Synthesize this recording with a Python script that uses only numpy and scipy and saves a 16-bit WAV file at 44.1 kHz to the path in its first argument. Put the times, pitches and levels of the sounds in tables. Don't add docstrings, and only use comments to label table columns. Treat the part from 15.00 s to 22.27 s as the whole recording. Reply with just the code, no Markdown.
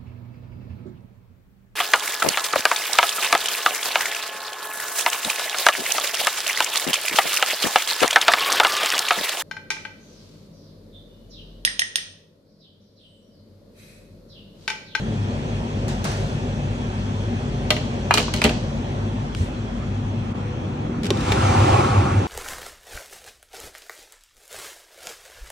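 import sys
import numpy as np
from scipy import signal
from scipy.fft import rfft, irfft, next_fast_len
from scipy.io import wavfile
from scipy.ndimage import uniform_filter1d, map_coordinates

SR = 44100
rng = np.random.default_rng(int(sys.argv[2]) if len(sys.argv) > 2 else 0)


def wav_out(sig):
    wavfile.write(sys.argv[1], SR, np.round(np.clip(np.atleast_2d(sig).T, -1, 1) * 32767).astype(np.int16))


N = 320600

# frequency in Hz, coherence from 0 to 1,
# phase by which the left port leads in radians.
HOOD_PORTS = [(150, .99, 0), (300, .92, -.2), (480, .75, -.55), (860, .75, -1.9), (1250, .7, -2.8),
              (1750, .25, -1), (2400, .5, -3.3), (3300, .15, -2.2), (4100, .4, -.2), (5000, .45, -3),
              (5900, .38, .3), (7000, .2, -1.3), (8800, .35, -1.5), (10200, .98, -3.14)]
# frequency in Hz, coherence from 0 to 1,
# phase by which the left port leads in radians.
OVEN_PORTS = [(150, .99, 0), (340, .95, -.15), (520, .75, -1.3), (750, .6, -2.9), (1100, .75, -4.8),
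              (1700, .85, -6.1), (2100, .75, -6.2), (3000, .35, -8.2), (3900, .5, -6.1), (5200, .15, -7),
              (6000, .6, -7), (7500, .6, -8.4), (9200, .5, -7.8), (10400, .995, -9.42)]
GRIP_S = 4.349


def tray():
    # start in seconds, contact level in dB, clack centre
    # in Hz, its sharpness q, ring level in dB, counter thud level in dB, factor on the ring's length.
    tray_hits = [(2.705, -7.5, 3100, 1.13, -10, -17.5, 0.8), (2.7645, -20, 2320, 1.3, -27, -28, .8),
                 (3.338, -16.5, 3000, .55, -22.5, -53, 1), (3.417, -13, 2020, .65, -22, -27, .56),
                 (3.4404, -10, 2890, 0.47, -15.5, -8.5, 0.39), (3.4455, -14, 1210, .7, -13, -22, .5),
                 (3.4505, -12.5, 2200, .7, -13.5, -11.5, .55), (3.461, -21, 1390, .8, -18, -26, .6),
                 (3.493, -20, 2190, .68, -21, -21, .38)]
    # start in seconds, contact level in dB, clack centre
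    # in Hz, its sharpness q, ring level in dB, counter thud level in dB, factor on the ring's length.
    utensil_hits = [(3.1085, -8.5, 1200, 1.1, -6, -37, .75), (3.1394, -9, 4060, .8, -14, -21, 1),
                    (3.1535, -19, 2410, .7, -25, -27, .9), (3.174, -10, 1900, 0.66, -20, -28, 0.76),
                    (3.1806, -11.5, 3020, .89, -18, -15, 0.81), (3.2015, -20.5, 3000, 1, -21, -31, .9),
                    (3.281, -23.5, 1010, 1.4, -31, -45, .8)]
    # frequency in Hz, relative level in dB, t60 in seconds before that factor.
    tray_modes = [(607, 1, 0.34), (927, -7, .12), (1240, -7.5, 0.16), (1553, -4, .1), (1990, -2.5, 0.12),
                  (2220, -8, .12), (2370, -5.5, 0.091), (2770, -0.5, .08), (2910, -7, .12),
                  (3090, 0.5, 0.088), (3250, -1.5, 0.089), (3580, -7, 0.14), (4020, -6, 0.12),
                  (4320, 0.5, 0.054), (5800, -16.5, 0.17), (7100, -16, .1), (8100, -17, .14)]
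    # frequency in Hz, relative level in dB,
    # t60 in seconds before that factor.
    utensil_modes = [(689, -6, .07), (830, -4, .05), (965, 4, .045), (1170, 0, .07), (1287, -1, .11),
                     (1480, -6, .06), (1707, -3, .07), (2329, -8, .12), (2447, -1, .15), (2713, -6, .08),
                     (2867, -7, .12), (3134, -12, .18), (4090, -13, .13), (4620, -19, .12)]
    out = np.zeros((2, N))
    for hits, modes in ((tray_hits, tray_modes), (utensil_hits, utensil_modes)):
        for s, *contact in hits:
            add(out, s, blow(modes, *contact))
    return out


def blow(modes, db, centre_hz, q, ring_db, thud_db, sustain):
    # frequency in Hz, gain in dB.
    sheet = [(500, 0), (1350, 1), (1750, -2), (2450, 2.5), (3000, 2), (3600, -5), (4200, 3), (5100, -3),
             (6500, -1), (8000, 1.5), (10000, 0)]
    # frequency in Hz, relative level in dB, t60 in seconds.
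    counter_modes = [(73, -0.5, 0.33), (151, -8, 0.36), (232.2, 4.5, 0.18), (291, -4.5, 0.24),
                     (348, -6, .22), (422, -1, 0.2), (490.5, -4, .2), (614, -6, 0.17), (692, -2, .18),
                     (797, -4, 0.15), (940, -5, 0.14)]
    light_thud_hz, octave_down_db = 510, -12.5
    rebound_s, rebound_loss_db = 0.017, 14.5

    hardness = np.log2(centre_hz / 3000)
    t60 = 0.029 / 2 ** (0.26 * hardness)
    thud_hz = light_thud_hz / (1 + amp(thud_db - octave_down_db) ** 4)

    strike = filtered(clack(centre_hz, t60, q, width=0.89), lambda hz: amp(along(sheet, hz)))
    contact = amp(db) * strike + wide_burst(db - 7.5 + 7 * hardness, t60=0.025)
    rebound = amp(db - rebound_loss_db) * clack(centre_hz, t60, q, width=0.98)
    add(contact, rebound_s * rng.uniform(.8, 1.2), rebound)

    flex = clack(centre_hz=800, t60=.1, q=.9, width=.7)
    body = amp(db - 13.0 - 1.2 * hardness) * flex

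    sustained_modes = [(hz, level, life * sustain) for hz, level, life in modes]
    metal_ring = ring(sustained_modes, scatter_db=1.5, spread=1.2, rise=.0004)
    metal = amp(ring_db) * focused(metal_ring, centre_hz, q=.22)
    counter_ring = ring(counter_modes, scatter_db=1.5, spread=.35, rise=.004)
    boom = amp(thud_db) * focused(counter_ring, thud_hz, q=0.56)
    return in_room(contact + body, wet_db=-11.0) + metal + boom


def rattle():
    # start in seconds, length in seconds, starting level in dB,
    # middle of the tick centres in Hz.
    bouts = [(3.118, .02, -23, 1300), (3.146, .09, -20, 4300), (3.359, .04, -22, 2800),
             (3.422, .02, -21, 2000), (3.445, .05, -18.5, 2200)]
    ticks_per_s, fall_db, scatter_db = 110, 9, 2.5
    out = np.zeros((2, N))
    for s, length_s, db, centre_hz in bouts:
        for late in np.arange(0, length_s, 1 / ticks_per_s):
            jitter, size, pitch = rng.standard_normal(3)
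            tick = clack(centre_hz * 2 ** (.3 * pitch), t60=.018, q=.9, width=.8)
            tick_db = db - fall_db * late / length_s + scatter_db * size
            add(out, s + late + .25 * jitter / ticks_per_s, amp(tick_db) * tick)
    return in_room(out, wet_db=-4.0)


def tongs():
    # start in seconds, level in dB, centre in Hz, t60 in seconds.
    clinks = [(0.881, -34.5, 5880, 0.056), (1.0425, -28.5, 5300, 0.051), (1.053, -28, 1850, 0.034),
              (1.117, -34, 6030, 0.021)]
    # start in seconds, level in dB, t60 in seconds.
    slides = [(.884, -36.5, 0.49), (1.046, -32.5, 1.13)]
    # frequency in Hz, relative spectral density in dB per Hz.
    scrape_spectrum = [(150, -8), (240, 1), (330, -4.5), (580, 8), (900, 1.5), (1400, 1), (2000, -3),
                       (2600, -3.5), (6000, -7.5), (9500, -15), (15000, -24)]
    out = np.zeros((2, N))
    for s, db, centre_hz, t60 in clinks:
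        clink = amp(db) * clack(centre_hz, t60, q=0.73, width=0.9)
        shelf = amp(db - 3.0) * clack(centre_hz=1210, t60=0.096, q=0.99, width=0.56)
        add(out, s, in_room(clink + shelf, wet_db=-18.0) + wide_burst(db + 4.5, t60=0.015))
    scrape = rush(scrape_spectrum, HOOD_PORTS, patchy_db=1)
    strokes = sum(amp(db) * swell(s, rise_s=0.005, hold_s=0.012, t60=t60) for s, db, t60 in slides)
    return out + scrape * strokes


def latch():
    # start in seconds, reference level of the snap in dB,
    # centre in Hz, t60 in seconds, ring of the catch in dB, door knock in dB.
    snaps = [(6.1045, -11, 3500, .017, -10.5, -6.5), (6.172, -27, 4200, .011, -27, -48),
             (6.207, -29, 3200, .037, -31, -52), (6.3196, -11.5, 2100, .05, -26, -11.5)]
    # frequency in Hz, relative level in dB, t60 in seconds.
    catch_modes = [(1900, -8, .03), (2350, -5, .03), (3050, -3, .024), (3600, 4, .021), (3760, 4, .02),
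                   (5600, -5, .025), (6800, -7, .025)]
    # frequency in Hz, relative level in dB, t60 in seconds.
    door_modes = [(345, 1, .065), (400, 6, .065), (555, -8, .07), (810, -8, .04), (1070, -10, .05)]
    handle_s, handle_step_s = 6.033, .0108
    handle_db, handle_grows_db, nudge_db = -27.5, 0.8, -28
    out = np.zeros((2, N))
    for s, db, centre_hz, t60, catch_db, knock_db in snaps:
        snap = amp(db - 4.5) * clack(centre_hz, t60, q=.7, width=.58)
        bright = wide_burst(db - 9.5, t60=.01)
        catch = amp(catch_db) * ring(catch_modes, scatter_db=2, spread=.7, rise=.0004)
        knock = amp(knock_db) * ring(door_modes, scatter_db=1.5, spread=.2, rise=0.0005)
        add(out, s, in_room(snap + bright + catch + knock, wet_db=-16.5))
    for k in range(4):
        tick_db = handle_db + k * handle_grows_db
        tick = amp(tick_db) * clack(centre_hz=2600, t60=0.034, q=0.52, width=1.0)
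        nudge = amp(nudge_db) * ring(door_modes, scatter_db=2, spread=.2, rise=.0005)
        add(out, handle_s + k * handle_step_s, in_room(tick + nudge, wet_db=-12.0))
    return out


def oven():
    # frequency in Hz, relative spectral density in dB per Hz.
    roar_spectrum = [(110, -23), (150, 3), (220, -1), (290, 2.5), (375, 5.5), (450, -5.5), (525, 4),
                     (620, -6), (720, 4), (800, 8.5), (950, 1), (1100, -1), (1380, -2), (1580, -11),
                     (1720, -8.5), (1850, -13), (2300, -12), (2600, -14), (3000, -21.5), (4500, -45)]
    # frequency in Hz, relative spectral density in dB per Hz.
    steam_spectrum = [(1200, -15), (1700, 2.5), (2600, 6.5), (3300, 5.5), (4200, 2), (5000, 0.5), (6500, 0),
                      (9000, -5), (11000, -15.5), (12200, -16), (15500, -7)]
    # frequency in Hz, relative spectral density in dB per Hz.
    drone_spectrum = [(60, -38), (85, -11), (95, 6.5), (102, 6), (112, -5), (150, -51), (400, -120)]
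    # frequency in Hz, relative spectral density in dB per Hz.
    casing_spectrum = [(100, -21), (150, 6), (250, 7), (500, -10.5), (900, -30), (3000, -100)]
    draught_spectrum = [(35, -36), (65, 16.0), (130, 15.0), (220, -44.5), (600, -100)]  # (Hz, dB per Hz)

    flow = through_door(db=-19, shut_loss_db=17.5, swell_s=0.5, fall_db_per_s=20.5)
    roar = flow * rush(roar_spectrum, OVEN_PORTS, patchy_db=2)
    draught = flow * rush(draught_spectrum, OVEN_PORTS, patchy_db=-0.5)
    hiss_gain = through_door(db=-31.5, shut_loss_db=45.5, swell_s=0.28, fall_db_per_s=25)
    hiss = hiss_gain * rush(steam_spectrum, OVEN_PORTS, patchy_db=1.2)
    drone_gain = through_door(db=-20, shut_loss_db=9, swell_s=3.3, fall_db_per_s=7)
    drone = drone_gain * rush(drone_spectrum, OVEN_PORTS, patchy_db=0.5)
    casing_gain = amp(-30) * ramp(start_s=5.43, length_s=0.53)
    casing = casing_gain * rush(casing_spectrum, OVEN_PORTS, patchy_db=1)
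    return panned(roar, left_db=-0.5) + hiss + drone + draught + casing


def through_door(db, shut_loss_db, swell_s, fall_db_per_s):
    open_s, coast_s = 6.026, 6.726
    approach_s, approach_db_per_s = 7.2, 3.5
    t = np.arange(N) / SR
    far_db = approach_db_per_s * np.maximum(approach_s - t, 0)
    leak = amp(-shut_loss_db)
    gap = leak + (1 - leak) * ramp(open_s, swell_s) ** 1.25
    return gap * amp(db - far_db - fall_db_per_s * np.maximum(t - coast_s, 0))


def howl():
    # frequency in Hz, relative spectral density in dB per Hz.
    howl_spectrum = [(850, -43), (1020, -11), (1105, 3.5), (1190, -13), (1275, 1.5), (1400, -22.5),
                     (1700, -49)]
    band = rush(howl_spectrum, OVEN_PORTS, patchy_db=2)
    return amp(-29.5) * swell(6.71, rise_s=.03, hold_s=.13, t60=.8) * band


def low_note():
    # time of the peak in seconds, level in dB.
    peaks = [(6.48, -13), (6.61, -9), (6.734, -12.5), (6.98, -11), (7.185, -10.5)]
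    half_length_s, note_hz = 0.033, 99.1
    t = np.arange(N) / SR
    envelope = sum(amp(db) * np.exp(-((t - s) / half_length_s) ** 2) for s, db in peaks)
    return envelope * np.sin(2 * np.pi * note_hz * t + 0.92 * wobble(8.1))


def whine():
    level_db, = curves([(5.1, -80), (5.45, -38.5), (5.9, -45), (6.3, -38), (6.7, -61)])
    tone = np.sin(2 * np.pi * 492 * np.arange(N) / SR + 0.17 * wobble(7.3))
    return amp(level_db) * tone


def grip():
    skin_spectrum = [(1000, -40), (1400, -5), (2600, 2), (5000, -3),
                     (6500, -4), (9500, -6), (15000, -16)]
    body_spectrum = [(40, -25), (90, 0), (150, -3), (300, -30), (900, -120)]  # (Hz, dB per Hz)
    tick = np.zeros((2, N))
    add(tick, GRIP_S, amp(-21.5) * clack(centre_hz=2400, t60=.01, q=.7, width=.5))
    skin = rush(skin_spectrum, HOOD_PORTS, patchy_db=2)
    body = rush(body_spectrum, HOOD_PORTS, patchy_db=1)
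    rustle = amp(-47.5) * swell(GRIP_S, rise_s=0.023, hold_s=0.059, t60=0.4) * skin
    bump = amp(-22) * swell(GRIP_S + 0.037, rise_s=0.018, hold_s=0.026, t60=0.25) * body
    return tick + rustle + bump


def hood():
    # frequency in Hz, relative spectral density in dB per Hz.
    duct_spectrum = [(30, -48), (42, -6), (62, -5), (80, -6), (104, 4.5), (125, -4), (142, 4), (165, -8.5),
                     (200, -1.5), (218, -2.5), (238, 0.5), (275, -11.5), (380, -13), (600, -67)]
    # frequency in Hz, relative spectral density in dB per Hz.
    air_spectrum = [(200, -47), (300, -10), (370, 3), (420, 3), (485, -0.5), (565, 2.5), (630, -4),
                    (800, -2), (1100, -17.5), (1800, -67.5)]
    # frequency in Hz, relative spectral density in dB per Hz.
    baffle_spectrum = [(500, -18), (950, 8), (1400, 2), (2100, -1), (2600, 2), (3000, -4.5), (3350, 1),
                       (3800, -15.5), (6000, -60)]
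    # frequency in Hz, relative spectral density in dB per Hz.
    hiss_spectrum = [(1500, -45.5), (3000, 3), (4100, 4), (4800, 1), (6100, 2), (7200, -4), (9000, -8),
                     (11000, -23), (12300, -19.5), (15500, -11.5)]
    turn_from_s, turn_to_s = 3.34, 5.4
    turned = ramp(turn_from_s, turn_to_s - turn_from_s)
    draught_db = .35 * wobble(2)

    def gain(db, turned_loss_db):
        return amp(db - turned_loss_db * turned + draught_db)

    duct = gain(-26.5, turned_loss_db=1.24) * rush(duct_spectrum, HOOD_PORTS, patchy_db=-0.2)
    air = gain(-37, turned_loss_db=4.3) * rush(air_spectrum, HOOD_PORTS, patchy_db=1.5)
    baffle = gain(-45, turned_loss_db=3.1) * rush(baffle_spectrum, HOOD_PORTS, patchy_db=1.4)
    hiss = gain(-51, turned_loss_db=5.1) * rush(hiss_spectrum, HOOD_PORTS, patchy_db=1.4)
    return panned(duct, left_db=2) + panned(air, left_db=-1) + baffle + hiss


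def motors():
    # frequency in Hz, level before the fade in dB, flutter in dB,
    # lean to the left in dB.
    motor_tones = [(49.6, -31, 1.5, 0), (100.3, -32, 3, 1.5), (237, -39, 2, 4)]
    t = np.arange(N) / SR
    fade_db, = curves([(5.1, -2), (5.5, -9), (7.2, -15)])
    tones = np.zeros((2, N))
    for hz, db, flutter_db, left_db in motor_tones:
        level = amp(db + flutter_db * wobble(9))
        phase_flutter = 0.15 * flutter_db * wobble(10)
        tones += panned(level * np.sin(2 * np.pi * hz * t + phase_flutter), left_db)
    return tones * amp(fade_db)


def dipped(air):
    common = filtered(air.mean(axis=0), lambda hz: np.exp(-(np.log2((hz + 1) / 950) / .5) ** 4))
    thinning = swell(GRIP_S, rise_s=.008, hold_s=.06, t60=.2)
    dip = swell(5.324, rise_s=.008, hold_s=.012, t60=.015)
    return (air - thinning * common) * amp(-8 * dip)


def reflected(x):
    echo_db, longest_s = -18.5, .02
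    delays = longest_s * rng.uniform(.2, 1, size=6)

    def response(hz):
        echoes = np.exp(-2j * np.pi * np.outer(delays, hz)).sum(axis=0)
        return 1 + amp(echo_db) * (hz > 600) * echoes

    return filtered(x, response)


def in_room(x, wet_db):
    # frequency in Hz, t60 in seconds.
    room_t60 = [(100, .4), (500, 0.39), (2000, 0.37), (6000, 0.73), (10000, 0.21), (16000, 0.07)]
    hz, t, z = signal.stft(rng.standard_normal((2, SR // 2)), SR, nperseg=256)
    envelope = amp(-60 * t / along(room_t60, hz)[:, None]) * (1 - np.exp(-t / 0.00096))
    tail = signal.istft(z * envelope, SR, nperseg=256)[1]
    echo = signal.fftconvolve(x, tail / np.linalg.norm(tail[0]), axes=1)
    return x + amp(wet_db) * echo[:, :x.shape[1]]


def rush(spectrum, ports, patchy_db):
    z = signal.stft(rng.standard_normal((2, N)), nperseg=512)[2]
    field = uniform_filter1d(rng.standard_normal(z.shape[1:]), size=5, axis=0)
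    field = uniform_filter1d(field, size=12, axis=1)
    pair = signal.istft(z * amp(patchy_db * field / rms(field)), nperseg=512)[1][:, :N]
    f, alike, lead = np.transpose(ports)

    def mid_side(hz):
        angle = np.arccos(np.clip(np.interp(hz, f, alike), 0, 1)) / 2
        return amp(along(spectrum, hz)) * [np.cos(angle), np.sin(angle)]

    mid, side = filtered(pair, mid_side)
    left_right = np.array([mid + side, mid - side])
    air = filtered(left_right, lambda hz: np.exp(np.outer([.5j, -.5j], np.interp(hz, f, lead))))
    return air / rms(air.mean(axis=0))


def ring(modes, scatter_db, spread, rise):
    t = np.arange(SR // 2) / SR
    hz, db, t60 = np.transpose(modes)[:, :, None]
    size, phase, skew = rng.standard_normal((3, len(modes), 1))
    fade = amp(db + scatter_db * size - 60 * t / t60) * (1 - np.exp(-t / rise))
    angle = 2 * np.pi * hz * t + np.pi * phase
    out = np.array([(fade * np.sin(angle + side * spread * skew)).sum(axis=0) for side in (.5, -.5)])
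    return out / np.linalg.norm(amp(db))


def clack(centre_hz, t60, q, width):
    t = np.arange(SR // 2) / SR
    mid, side = rng.standard_normal((2, len(t)))
    burst = np.array([mid + width * side, mid - width * side])
    burst = focused(focused(burst, centre_hz, q), centre_hz, q)
    return burst / rms(burst) * amp(-60 * t / t60) * (1 - np.exp(-t / 0.0003))


def wide_burst(db, t60):
    return amp(db) * clack(centre_hz=10300, t60=t60, q=0.12, width=21.0)


def focused(x, centre_hz, q):
    pole = np.tan(np.pi * min(centre_hz, SR / 3) / SR) * 2
    b, a = signal.bilinear([pole / q, 0], [1, pole / q, pole ** 2])
    y = signal.lfilter(b, a, x)
    return y * rms(x) / rms(y)


def swell(start_s, rise_s, hold_s, t60):
    late = np.maximum(np.arange(N) / SR - start_s - rise_s - hold_s, 0)
    return ramp(start_s, rise_s) * amp(-60 * late / t60)


def ramp(start_s, length_s):
    return np.clip((np.arange(N) / SR - start_s) / length_s, 0, 1)


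def wobble(rate):
    knots = rng.standard_normal(int(N * rate / SR) + 4)
    return map_coordinates(knots, [np.arange(N) * rate / SR])


def curves(rows):
    s, *cols = np.transpose(rows)
    return [np.interp(np.arange(N) / SR, s, c) for c in cols]


def along(points, hz):
    f, v = np.transpose(points)
    return np.interp(np.log(hz + 1), np.log(f + 1), v)


def filtered(x, response):
    n = x.shape[-1]
    m = next_fast_len(n + 8192)
    return irfft(rfft(x, m) * response(np.fft.rfftfreq(m, 1 / SR)), m)[..., :n]


def panned(x, left_db):
    return x * amp([[left_db / 2], [-left_db / 2]])


def add(track, s, sound):
    part = track[..., round(s * SR):][..., :sound.shape[-1]]
    part += sound[..., :part.shape[-1]]


def amp(db):
    return 10 ** (np.asarray(db) / 20)


def rms(x):
    return np.sqrt(np.mean(x ** 2) + 1e-20)


def scene():
    ventilation = dipped(reflected(hood()) + motors())
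    oven_air = whine() + oven() + howl() + low_note()
    handling = tray() + rattle() + tongs() + grip() + latch()
    return ventilation + oven_air + handling


def record(dry):
    return filtered(np.clip(dry, -.88, .88), lambda hz: hz < 15850)


dry = scene()
out = record(dry)
wav_out(out)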